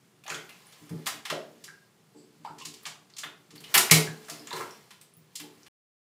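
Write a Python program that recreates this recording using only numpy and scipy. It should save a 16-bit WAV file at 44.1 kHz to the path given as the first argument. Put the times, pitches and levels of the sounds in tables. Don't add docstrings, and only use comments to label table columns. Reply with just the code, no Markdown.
import sys
import numpy as np
from scipy import signal
from scipy.fft import rfft, irfft
from scipy.io import wavfile

SR = 44100
rng = np.random.default_rng(int(sys.argv[2]) if len(sys.argv) > 2 else 0)


def dump(signal):
    limited = np.clip(np.atleast_2d(signal).T, -1, 1)
    pcm = np.round(limited * 32767).astype(np.int16)
    wavfile.write(sys.argv[1], SR, pcm)


def elevation(decibels):
    levels = np.asarray(decibels, float)
    return 10 ** (levels / 20)


N = 270333

# level near 1.2 kHz/dB, level at 7 kHz/dB, level at 12 kHz/dB
SKIDS = [(0.2394, -48.5, -5, -4, -6), (0.2646, -35, -8, -20, -18), (0.2807, -37.5, 4, -7, -15),
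         (0.3012, -32.5, 4, 1, -15), (0.318, -53, 3, -1, 6), (0.3458, -37.5, 4.5, 3, -12),
         (0.4931, -43.5, -4, -8, -7), (0.7246, -44.5, -10, -7, -13), (0.8938, -51.5, 6, 2.5, 0),
         (1.061, -30.5, -7, -3, -9), (1.067, -20.5, -2.5, -9, -10), (1.0711, -28.5, -3, 1.5, -6),
         (1.2541, -27, -5, -9, -16), (1.3008, -22, -1, -9.5, -17.5), (1.6407, -39.5, -11, 2.5, -7),
         (2.4475, -42.5, -2, -14, -18), (2.585, -42.5, -7, -1, -15), (2.6004, -41.5, -9, -1, -22),
         (2.617, -40.5, -20, -7, -18), (2.6532, -33, -11, 2.5, -9), (2.7401, -42, -15, 0, -11),
         (2.83, -56, 6, -1, 7), (2.8549, -28, -7, -12, -23), (2.8648, -38, 6, 7, -7.5),
         (3.1003, -54, -3, 0, -22), (3.1674, -39, -11, 1, -15), (3.1853, -33, -11.5, 4.5, -10),
         (3.236, -31, 1.5, -22, -15), (3.5074, -47, -4, -1, -14), (3.5562, -42.5, -5.5, -7.5, -6.5),
         (3.6047, -48, -2, -0.5, -1.5), (3.64, -34.5, -11, -15.5, -17), (3.743, -10.5, -3.5, -8, -3.5),
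         (3.7509, -10.5, -1, -8, -2), (3.7772, -15, 1, 5, 1.5), (3.9125, -6.5, -6.5, 1, -3),
         (4.249, -51, -10, 4, -18), (4.285, -42.5, 7.5, -2, -7), (4.299, -34.5, -6, 4.5, -5.5),
         (4.4711, -38, -1.5, -12, -14), (4.5072, -36.5, 1, -14, -17), (4.5288, -40.5, 13, 5, -3),
         (4.5652, -42, 11, 5, -4), (4.6083, -43, 18.5, 2, -5), (4.708, -54, 10.5, 4, -2),
         (4.908, -41.5, -3, -7, -11), (5.0127, -49, -9, -2.5, -2.5), (5.3559, -32.5, -20.5, 3.5, -7),
         (5.3992, -34, -6.5, -11.5, -7), (5.664, -45.5, -2.5, -10, -13.5)]
# t/s, boom of the floor/dB, knock of the sides/dB, knock of the rim/dB
THUMPS = [(0.308, -43.5, -55, -41.5), (0.349, -44, -72, -44), (0.812, -47.5, -51, -60),
          (0.906, -28.5, -35, -42.5), (0.935, -26, -46, -44), (1.31, -37.5, -44.5, -37.5),
          (2.148, -66, -48.5, -46.5), (2.252, -71, -72, -62), (2.392, -52, -53, -69),
          (2.495, -45.5, -47, -54), (2.659, -51, -47, -85), (2.861, -55, -65.5, -79),
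          (3.246, -50, -51, -53), (3.526, -48, -49.5, -54.5), (3.598, -47, -54.5, -56.5),
          (3.755, -35.5, -36.5, -33), (3.913, -12, -28, -24), (3.957, -22, -37, -30.5),
          (4.079, -29.5, -49, -62), (4.308, -43.5, -48, -46.5), (4.399, -55, -44.5, -49.5),
          (4.532, -42, -56, -34.5), (4.598, -52, -48.5, -42), (5.169, -51.5, -66, -74),
          (5.402, -48, -51, -54), (5.432, -55, -52, -46)]
# f/Hz, level/dB, fall by 60 dB/s
TUB_MODES = [(124, -5.5, .15), (158.5, 0.5, 0.28), (234.2, -3.5, 0.17), (300.2, -2, 0.13),
             (376.6, -2.5, 0.11), (432, -1.5, 0.13), (550, -5.5, 0.058), (739, -11.5, 0.11),
             (850, -8.5, 0.077)]
# t/s, starting level/dB, f/Hz, fall by 60 dB/s
BUBBLES = [(0.238, -36.5, 2440, 0.0076), (0.256, -38, 738, 0.023), (0.2655, -31, 2630, .007),
           (0.2796, -23.5, 6300, 0.0033), (0.282, -23, 820, 0.01), (0.296, -26, 6950, .005),
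           (0.3015, -14.5, 2410, .005), (0.322, -22, 1450, 0.017), (0.3455, -19.5, 3230, .005),
           (0.343, -28, 6440, .005), (0.349, -34, 1570, .02), (0.386, -30, 2040, 0.0079),
           (0.434, -44, 1380, .02), (0.4925, -29, 2430, 0.0038), (0.508, -33.5, 2520, 0.0062),
           (0.669, -37.5, 9600, 0.0044), (1.325, -16.5, 584, 0.019), (1.344, -28.5, 688, 0.023),
           (1.68, -26, 1690, 0.0041), (1.686, -35.5, 1587, 0.04), (2.449, -23, 885, 0.025),
           (2.4616, -39, 4730, 0.0058), (2.475, -33.5, 1270, 0.017), (2.49, -40.5, 1470, 0.017),
           (2.609, -42, 1040, 0.042), (2.615, -29.5, 2760, 0.0074), (3.1381, -29, 4400, 0.0024),
           (3.234, -23, 1563, 0.011), (3.236, -24.5, 3450, 0.011), (3.5798, -34.5, 4420, 0.007),
           (3.6418, -33, 2800, 0.0073), (3.7473, 0.5, 2560, 0.0035), (3.8988, -4.5, 2200, 0.0033),
           (3.911, -1.5, 6960, 0.0034), (3.913, -5, 2160, 0.012), (3.9214, -10, 7300, .0035),
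           (4.074, -26.5, 1615, 0.02), (4.29, -43, 662, 0.086), (4.3947, -36.5, 5040, .012),
           (4.4727, -17.5, 7000, 0.0016), (4.5076, -23.5, 3670, 0.007), (4.514, -27, 948, 0.033),
           (4.5294, -21, 4000, 0.007), (4.544, -29.5, 996, .022), (4.604, -24.5, 1190, 0.024),
           (4.608, -29, 1620, 0.023), (4.7092, -35, 5520, .009), (5.014, -33.5, 8200, .003),
           (5.1386, -38, 10340, 0.003), (5.1689, -39.5, 14700, .004), (5.44, -44, 840, 0.028),
           (5.6326, -28.5, 5610, .0015)]
# t/s, trickle level/dB, push of the slosh on the shell/dB
RESTLESS_WATER = [(0.0, -73, -120), (0.3, -77, -100), (0.5, -63.5, -112), (0.95, -62.5, -100),
                  (1.3, -67, -108), (1.62, -68.5, -97), (1.95, -75.5, -112), (2.4, -72.5, -108),
                  (2.82, -66, -99.5), (3.15, -75, -108), (3.57, -70, -102), (3.8, -52, -97),
                  (4.14, -59.5, -108), (4.75, -62.5, -103), (5.12, -76.5, -130), (5.5, -67, -102)]
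# t/s, spray level/dB, push of the slosh/dB, time to swell/s
SPLASHES = [(0.26, -58, -97.5, 0.062), (1.07, -55, -90, 0.029), (2.48, -86, -96, 0.052),
            (2.62, -73, -98, 0.02), (3.65, -57, -93, 0.066), (3.905, -28.5, -73.5, 0.025),
            (4.3, -59, -100, 0.036), (4.53, -50, -88.5, 0.044)]
# f/Hz, level per Hz/dB
TRICKLE_COLOUR = [(290, -44), (500, -3.5), (545, -10.5), (2980, -12), (5800, -13.5), (13100, -20),
                  (15300, -18), (16000, -30)]
# f/Hz, width/Hz, level/dB
NOSE = [(4730, 730, -1), (7760, 1000, 2), (9000, 600, -11), (10800, 600, -22)]
# t of the peak/s, level/dB
SNIFFS = [(2.187, -67), (2.456, -70)]
# f/Hz, fall by 60 dB/s
ROOM_T60 = [(125, 1), (500, 0.46), (1800, 0.33), (5000, 0.33), (13000, 0.25)]
# f/Hz, relative level/dB
ROOM_COLOUR = [(125, -1.5), (500, 4), (1800, 0.38), (5000, -1.5), (13000, -2)]
# f/Hz, level per Hz/dB
HUSH_COLOUR = [(15, -60), (25, -27.5), (64, -17.5), (105, -3.5), (161, 4.5), (285, -10.5), (405, -5),
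               (531, -14), (9840, -26.5), (14400, -35.5), (16000, -40.5)]


def rms_one(x):
    return x / np.sqrt(np.mean(x ** 2) + 1e-20)


def in_time(rows):
    times, *columns = np.transpose(rows)
    return [np.interp(np.arange(N) / SR, times, column) for column in columns]


def at_hz(points, hz):
    table_hz, values = np.transpose(points)
    return np.interp(np.log(np.maximum(hz, 1)), np.log(table_hz), values)


def coloured(x, points):
    gain = elevation(at_hz(points, np.fft.rfftfreq(len(x), 1 / SR)))
    return irfft(rfft(x) * gain, len(x))


def ring(x, hz, t60):
    decay = elevation(-60 / (max(t60, 0.001) * SR))
    turn = 2 * np.pi * hz / SR
    return signal.lfilter([0, np.sin(turn)], [1, -2 * decay * np.cos(turn), decay ** 2], x + 1e-18)


def add(out, s, piece):
    at = round(s * SR)
    out[at:at + len(piece)] += piece[:N - at]


def grains(per_s, spread_db, size):
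    sizes = elevation(spread_db * np.minimum(rng.exponential(1, size), 5)) * rng.choice([-1, 1], size)
    return sizes * (rng.random(size) < per_s / SR)


def swell(t, length):
    u = np.maximum(t / max(length, 0.0003), 0)
    return u * np.exp(1 - u)


def skids():
    swell_s = 0.004
    slope_db = 3.5
    low_edge_db, top_edge_db = 21, 6.5
    out = np.zeros(N)
    shape = swell(np.arange(4096) / SR, swell_s)
    for s, level_db, low_db, high_db, top_db in SKIDS:
        slips = rfft(grains(9000, 3.2, size=len(shape)) * shape)
        even = irfft(slips / np.sqrt(np.abs(slips) + 1e-9)) * shape ** 0.043
        burst = rms_one(even) * np.sqrt(np.mean(shape ** 2))
        colour = [(400, low_db - low_edge_db), (750, low_db - slope_db / 2), (1500, low_db + slope_db / 2),
                  (3300, 0), (7000, high_db), (12000, top_db), (16000, top_db - top_edge_db)]
        add(out, s - 0.6 * swell_s, elevation(level_db) * coloured(burst, colour))
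    return out


def tub(push):
    settle_s = 0.0063
    hard_db = -29
    gentle_dull = 0.4
    out, t = np.zeros((2, N)), np.arange(SR // 2) / SR
    uneven_db = rng.normal(0, 2.5, (len(THUMPS), len(TUB_MODES)))
    slosh = push * rng.standard_normal(N)
    for k, (hz, level_db, t60) in enumerate(TUB_MODES):
        row = out[int(k >= 2)]
        row += elevation(level_db) * ring(slosh, hz, t60)
        mode = elevation(level_db - 60 * t / t60) * np.sin(2 * np.pi * hz * t)
        build = 1 - np.exp(-t * hz / TUB_MODES[1][0] / settle_s)
        octaves_up = max(np.log2(hz / TUB_MODES[5][0]), 0)
        for (s, boom_db, side_db, rim_db), own_db in zip(THUMPS, uneven_db[:, k]):
            if k < 2:
                part_db = boom_db
            else:
                part_db = own_db + (side_db if k < 4 else rim_db)
            part_db -= gentle_dull * max(hard_db - rim_db, 0) * octaves_up
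            add(row, s, elevation(part_db) * build * mode)
    return out


def bubbles():
    rise = 0.05
    out, t = np.zeros(N), np.arange(6000) / SR
    for s, level_db, hz, t60 in BUBBLES:
        cycles = hz * (t + rise * t ** 2 / t60)
        onset = 1 - np.exp(-t * hz / 1.2)
        add(out, s, elevation(level_db - 60 * t / t60) * onset * np.sin(2 * np.pi * cycles))
    return out


def water():
    slosh_lag_s = 0.032
    t = np.arange(N) / SR
    spray, slosh = elevation(np.array(in_time(RESTLESS_WATER)))
    for s, spray_db, slosh_db, length in SPLASHES:
        spray = spray + elevation(spray_db) * swell(t - s, length) ** 2
        slosh = slosh + elevation(slosh_db) * swell(t - s - slosh_lag_s, length) ** 2
    return spray, slosh


def trickle(level):
    clicks = grains(1500, 0.97, size=N)
    dealt = rng.integers(0, 16, N)
    drops = np.zeros(N)
    for k, hz in enumerate(np.geomspace(700, 14000, 16)):
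        drops += ring(clicks * (dealt == k), hz, 12 / hz)
    drops = rms_one(coloured(drops, [(700, -11.5), (14000, 12.0)]))
    mixed = drops + elevation(-2) * rng.standard_normal(N)
    return level * rms_one(coloured(mixed, [(200, -37.5)] + TRICKLE_COLOUR))


def sniff():
    rise_db_per_s, fall_db_per_s = 386, 270
    air, t = rng.standard_normal(N), np.arange(N) / SR
    hiss, strength = np.zeros(N), np.zeros(N)
    for hz, width, level_db in NOSE:
        t60 = np.log(1000) / (np.pi * width)
        hiss += elevation(level_db) * rms_one(ring(ring(air, hz, t60), hz, t60))
    for s, level_db in SNIFFS:
        strength += elevation(level_db + np.minimum(rise_db_per_s * (t - s), fall_db_per_s * (s - t)))
    return hiss * strength


def bathroom(x):
    echo_db, build_s = 2.5, 0.0014
    t, tail = np.arange(SR) / SR, np.zeros(SR)
    edges = 45 * 2 ** np.arange(0, 9, 0.5)
    for low, high in zip(edges, edges[1:]):
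        hz = np.sqrt(low * high)
        band_filter = signal.butter(2, [low, high], "band", fs=SR, output="sos")
        band = signal.sosfilt(band_filter, rng.standard_normal(SR))
        t60 = at_hz(ROOM_T60, hz)
        fall = elevation(at_hz(ROOM_COLOUR, hz) - 60 * t / t60)
        tail += band * fall / np.sqrt(t60 * SR / np.log(1e6))
    tail *= 1 - np.exp(-t / build_s)
    return x + elevation(echo_db) * signal.fftconvolve(x, tail)[:N]


def hush():
    return elevation(-64) * rms_one(coloured(rng.standard_normal(N), HUSH_COLOUR))


def scene():
    spray, slosh = water()
    boom, knock = tub(slosh)
    near = skids() + knock + bubbles() + trickle(spray) + sniff()
    return (bathroom(near) + boom + hush())[None]


def band_limit(x):
    return signal.sosfilt(signal.butter(12, 16630, fs=SR, output="sos"), x)


def record(dry):
    low_cut = signal.butter(3, 101, "high", fs=SR, output="sos")
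    top_cut = signal.cheby2(12, 60, 16500, fs=SR, output="sos")
    heard = signal.sosfilt(low_cut, dry)
    rounded = 1.08 * np.tanh(heard / 1.08)
    heard = signal.sosfilt(top_cut, rounded)
    stop_s, fade_s = 5.684, 0.0011
    stop = np.clip((stop_s - np.arange(N) / SR) / fade_s, 0, 1)
    return band_limit(heard * stop)


dry = scene()
out = record(dry)
dump(out)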